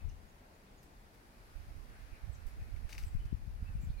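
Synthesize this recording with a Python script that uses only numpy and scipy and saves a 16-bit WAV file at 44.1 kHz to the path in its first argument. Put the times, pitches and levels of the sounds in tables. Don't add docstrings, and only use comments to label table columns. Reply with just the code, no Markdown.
import sys
import numpy as np
from scipy import signal
from scipy.fft import rfft, irfft, next_fast_len
from scipy.io import wavfile
from scipy.ndimage import uniform_filter1d, map_coordinates

SR = 44100
rng = np.random.default_rng(int(sys.argv[2]) if len(sys.argv) > 2 else 0)


def wav_record(signal):
    frames = np.transpose(np.atleast_2d(signal))
    bounded = np.clip(frames, -1, 1)
    quanta = np.round(bounded * 32767).astype(np.int16)
    wavfile.write(sys.argv[1], SR, quanta)


N = 176400


def amp(db):
    return 10 ** (np.asarray(db) / 20)


def unit(x):
    return x / np.sqrt(np.mean(x ** 2) + 1e-30)


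def along(points, hz):
    f, v = np.transpose(points)
    return np.interp(np.log(hz + 1), np.log(f + 1), v)


def curve(points):
    return np.interp(np.arange(N) / SR, *np.transpose(points))


def wobble(rate_hz):
    knots = rng.standard_normal(int(N * rate_hz / SR) + 4)
    return map_coordinates(knots, [np.arange(N) * rate_hz / SR])


def filtered(x, response):
    size = next_fast_len(N + SR // 2)
    return irfft(rfft(x, size) * response(np.fft.rfftfreq(size, 1 / SR)), size)[..., :N]


def coloured(x, colour, tilt_db_oct, peak_hz, peak_db=4, half_width_oct=0.66):
    size = 2048
    hz = np.maximum(np.fft.rfftfreq(size, 1 / SR), colour[0][0])
    resonance_db = peak_db / (1 + (np.log2(hz / peak_hz) / half_width_oct) ** 2)
    log_gain = np.log(amp(along(colour, hz) + tilt_db_oct * np.log2(hz) + resonance_db))
    causal_fold = np.r_[1, np.full(size // 2 - 1, 2), np.zeros(size // 2)]
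    kernel = irfft(np.exp(rfft(irfft(log_gain) * causal_fold)))
    return signal.fftconvolve(x, kernel / np.linalg.norm(kernel))


def add(track, start_s, x):
    i = max(0, round(start_s * SR))
    track[i:i + len(x)] += x[:len(track[i:i + len(x)])]


def placed(x, balance):
    return filtered(x, lambda hz: amp(np.outer([.5, -.5], along(balance, hz))))


def scattered(x, t60_s):
    t = np.arange(SR // 2) / SR
    tail = rng.standard_normal((2, len(t))) * amp(-60 * t / t60_s)
    return signal.fftconvolve(x[None], tail / np.linalg.norm(tail[0]), axes=1)[:, :N]


def twigs(click_db=4, tear_t60_s=.0075, ring_db=-10, ring_t60_s=.016):
    # t/s, level/dB, tilt/(dB/oct), resonance/Hz
    snaps = [(0.83, -62, 2, 14000), (2.763, -55, -5, 2350), (2.8937, -50, -5, 5460),
             (2.9265, -50.5, 0, 2500), (2.9297, -44, -0.5, 4570), (2.9515, -49, -5, 2650),
             (2.9808, -42.5, -1.5, 2480), (2.9835, -53, -2, 2450), (3.0275, -57, -5, 5700),
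             (3.0365, -52, -5.5, 5770)]
    # f/Hz, level/dB
    colour = [(400, -31), (1200, -20), (1800, -0.5), (2480, 4), (3400, -11.5), (4300, -9.5), (5800, 5),
              (7300, -8), (9500, -14), (15000, -10)]
    out, t = np.zeros(N), np.arange(SR // 16) / SR
    for start_s, db, tilt_db_oct, hz in snaps:
        click = amp(click_db) * (t == 0)
        tear = amp(-60 * t / tear_t60_s) * rng.standard_normal(len(t))
        ring = amp(ring_db - 60 * t / ring_t60_s) * np.sin(2 * np.pi * hz * t)
        add(out, start_s, amp(db) * coloured(click + tear, colour, tilt_db_oct, hz))
        add(out, start_s, amp(db) * ring)
    return out


def leaves(attack_s=0.0048, crinkles_per_s=3200, spread_db=2.5):
    # t/s, level/dB, T60/s, tilt/(dB/oct), resonance/Hz
    brushes = [(.829, -68.5, .06, 2, 14000), (1.138, -71.5, 0.2, -1.5, 10000),
               (2.462, -67.5, 0.22, 0, 10400), (2.76, -65.5, 0.08, -2, 2300), (2.889, -60, 0.4, -1.5, 5660),
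               (2.921, -61.5, 0.35, -2, 4530), (2.981, -59.5, 0.3, -0.5, 5700),
               (3.024, -67.5, 0.39, 2, 5540), (3.14, -71, .15, -2, 13000), (3.25, -66, .1, -3, 5830),
               (3.81, -75, 0.44, 9, 13000)]
    # f/Hz, level/dB
    colour = [(400, -17), (1300, -3), (2400, -1.5), (3400, -6.5), (5500, -8), (7500, -9.5), (10000, -8.5),
              (15000, -13.5)]
    out, t = np.zeros(N), np.arange(SR // 3) / SR
    for start_s, db, t60_s, tilt_db_oct, hz in brushes:
        hits = rng.random(len(t)) < crinkles_per_s / SR
        signs = np.sign(rng.standard_normal(len(t)))
        sizes = amp(spread_db * np.clip(rng.standard_normal(len(t)), -2, 2))
        envelope = np.minimum(t / attack_s, 1) * amp(-60 * np.maximum(t - attack_s, 0) / t60_s)
        crinkles = unit(hits * signs * sizes) * envelope
        add(out, start_s, amp(db) * coloured(crinkles, colour, tilt_db_oct, hz))
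    return out


def squirrel(echo_db=-3):
    # f/Hz, left minus right/dB
    balance = [(700, 7), (2400, 5.5), (4400, 11), (8100, 0.5), (11000, -7), (15000, -14)]
    rustle = twigs() + leaves()
    return placed(rustle + amp(echo_db) * scattered(rustle, t60_s=0.1), balance)


def birds(direct_db=-4.5, echo_db=-2, pan_db=1):
    # t/s, length/s, start f/Hz, end f/Hz, level/dB, rasp/fraction of pitch
    chips = [(0.08, .026, 8300, 8100, -71, .01), (0.088, 0.016, 7200, 5000, -63, 0.1),
             (.27, .045, 6800, 6750, -75, .025), (.53, .035, 6800, 6950, -74, .025),
             (.765, .045, 6960, 6450, -72, 0.028), (0.832, .032, 8800, 7800, -71, .04),
             (2.32, .024, 7820, 7980, -67, .015), (2.336, 0.0284, 6600, 5570, -65, .11),
             (3.041, 0.05, 8450, 7680, -61.5, .035), (3.729, 0.052, 9100, 8400, -74, .04),
             (3.787, 0.086, 7600, 7000, -68.5, 0.078)]
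    whistles = [(0, 0.018, 2600, 2560, -62, 0.054), (.088, .028, 2790, 2960, -70, .025),
                (.65, .05, 3500, 3820, -75, 0.081), (2.102, .09, 2583, 2276, -63.5, 0.077),
                (2.586, 0.05, 2550, 2360, -64.5, 0.048), (3.15, 0.043, 2450, 2550, -71, 0.036),
                (3.187, 0.037, 3004, 3010, -63, .02), (3.255, 0.069, 3000, 3020, -69.5, 0.034),
                (3.651, 0.051, 2586, 2647, -62.5, .025), (3.775, .11, 2405, 2350, -66, .03),
                (3.876, 0.05, 3200, 4410, -67.5, 0.13), (3.925, 0.033, 2434, 2420, -66, .015),
                (3.968, .035, 4260, 3980, -66, .015), (3.97, 0.034, 2406, 2365, -58.5, .015)]
    calls, waver = np.zeros(N), wobble(rate_hz=900)
    for start_s, length_s, start_hz, end_hz, db, rasp in chips + whistles:
        u = np.linspace(0, 1, int(length_s * SR))
        jitter = rasp * np.roll(waver, -int(start_s * SR))[:len(u)]
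        hz = (start_hz + (end_hz - start_hz) * u) * (1 + jitter)
        add(calls, start_s, amp(db) * np.sin(np.pi * u) * np.sin(2 * np.pi * np.cumsum(hz) / SR))
    distant = amp(direct_db) * calls + amp(echo_db) * scattered(calls, t60_s=.2)
    return distant * amp([[pan_db], [-pan_db]])


def port_wind(flutter_db=2.2):
    # t/s, level/dB
    left = [(0, -47), (.06, -35), (.15, -48), (.4, -69), (1.5, -66.5), (1.68, -57), (1.85, -65),
            (2.52, -57), (2.61, -46.5), (2.8, -55), (2.97, -47), (3.2, -43.5), (3.42, -41.5), (3.55, -42.5),
            (3.68, -46), (3.82, -32), (4, -52)]
    right = [(0, -59), (.1, -50), (.3, -79), (1.53, -61), (1.57, -46), (1.75, -46.5), (1.88, -52),
             (2.02, -48.5), (2.2, -56.5), (2.26, -41.5), (2.4, -44.5), (2.68, -45.5), (2.82, -40),
             (2.94, -51.5), (3.08, -38.5), (3.36, -47.5), (3.55, -48.5), (3.7, -39), (3.8, -40.5),
             (4, -47.5)]
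    # f/Hz, level/dB
    buffet = [(15, -11.5), (35, 2), (55, -1.5), (85, -4.5), (130, -17), (200, -27), (350, -43.5),
              (800, -79), (2000, -100)]
    # t/s, level/dB, width/s, port (0 left, 1 right)
    thumps = [(.05, -31, .005, 0), (.085, -29, 0.0053, 0), (1.565, -31, 0.0056, 1),
              (1.689, -38.5, 0.0037, 0), (2.131, -34.5, 0.0061, 1), (2.242, -30.5, 0.0062, 1),
              (2.279, -35, 0.0031, 1), (2.3, -33.5, 0.0032, 1), (2.469, -29, 0.0087, 1),
              (2.623, -33.5, 0.0039, 0), (2.771, -32.5, 0.01, 1), (2.853, -27, 0.0062, 1),
              (3.041, -28.5, 0.0058, 0), (3.072, -32.5, 0.004, 1), (3.152, -21, 0.0033, 0),
              (3.163, -24, 0.0089, 0), (3.258, -29, 0.0042, 1), (3.329, -22, 0.0019, 0),
              (3.346, -22.5, 0.0041, 0), (3.48, -29, 0.0033, 0), (3.628, -29, 0.0026, 1),
              (3.697, -31.5, 0.0037, 1), (3.755, -24, 0.0035, 0), (3.838, -28.5, 0.0028, 0),
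              (3.874, -30.5, 0.0032, 0), (3.904, -24, 0.0035, 1)]
    rumble = unit(filtered(rng.standard_normal((2, N)), lambda hz: amp(along(buffet, hz))))
    out = rumble * amp([curve(level) + flutter_db * wobble(rate_hz=26) for level in (left, right)])
    for centre_s, db, width_s, port in thumps:
        u = (np.arange(N) / SR - centre_s) / width_s
        out[port] -= amp(db) * 2 * u / (1 + u * u / 2) ** 3
    return out


def rush(spectrum, patchy_db):
    # f/Hz, coherence
    coherence = [(60, 1), (130, 1), (290, 0.85), (640, 0.19), (1250, -0.47), (2500, 0.1), (7000, -0.084)]
    # f/Hz, left minus right/dB
    balance = [(200, 1), (1300, 1.2), (2400, 1), (4400, 4.5), (8100, -0.5), (15000, -2)]

    def mid_side_gains(hz):
        angle = np.arccos(np.clip(along(coherence, hz), -1, 1)) / 2
        return amp(along(spectrum, hz)) * [np.cos(angle), np.sin(angle)]

    bins = signal.stft(rng.standard_normal((2, N)), nperseg=512)[2]
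    patches = uniform_filter1d(rng.standard_normal(bins.shape[1:]), size=5, axis=0)
    patches = unit(uniform_filter1d(patches, size=16, axis=1))
    noise = signal.istft(bins * amp(patchy_db * patches), nperseg=512)[1][:, :N]
    mid, side = filtered(noise, mid_side_gains)
    return unit(placed(np.array([mid + side, mid - side]), balance))


def far_swells(sway_db=.4):
    # t/s, level/dB
    level = [(0, -71.5), (1.2, -72), (1.55, -67), (1.72, -69.5), (2.05, -64), (2.35, -66.5), (2.55, -66),
             (2.83, -65.5), (3.15, -66), (3.5, -71), (3.67, -65), (3.9, -68), (4, -72)]
    # f/Hz, level/dB
    spectrum = [(600, -29), (1100, -2), (1450, 3), (1900, 0.5), (2500, -2), (3300, -13.5), (4800, -13),
                (7500, -20.5), (11000, -18.5), (15500, -27)]
    return amp(curve(level) + sway_db * wobble(rate_hz=8)) * rush(spectrum, patchy_db=1.3)


def leaf_hiss():
    # t/s, level/dB
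    level = [(0, -78), (1, -76.5), (1.55, -71.5), (2.1, -74), (2.8, -73), (3.4, -75), (4, -75)]
    # f/Hz, level/dB
    spectrum = [(1500, -19), (3200, -4.5), (4800, 0), (7500, -9.5), (11000, -3), (15500, -9.5)]
    return amp(curve(level)) * rush(spectrum, patchy_db=0.4)


def hush():
    # t/s, level/dB
    level = [(0, -59), (1.4, -59.5), (2.8, -60), (3.3, -61.5), (4, -60)]
    # f/Hz, level/dB
    spectrum = [(15, -21.5), (25, 8.5), (96, -2), (178, -7.5), (198, -4.5), (233, -6), (313, -9),
                (469, -11), (848, -11), (1380, -19.5), (1660, -23), (1800, -19.5), (2010, -21),
                (3170, -26.5), (4150, -28), (15500, -36)]
    return amp(curve(level)) * rush(spectrum, patchy_db=0.93)


def scene():
    return squirrel() + birds() + hush() + far_swells() + leaf_hiss() + port_wind()


def record(dry, cutoff_hz=15850):
    return filtered(dry, lambda hz: hz < cutoff_hz)


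dry = scene()
out = record(dry)
wav_record(out)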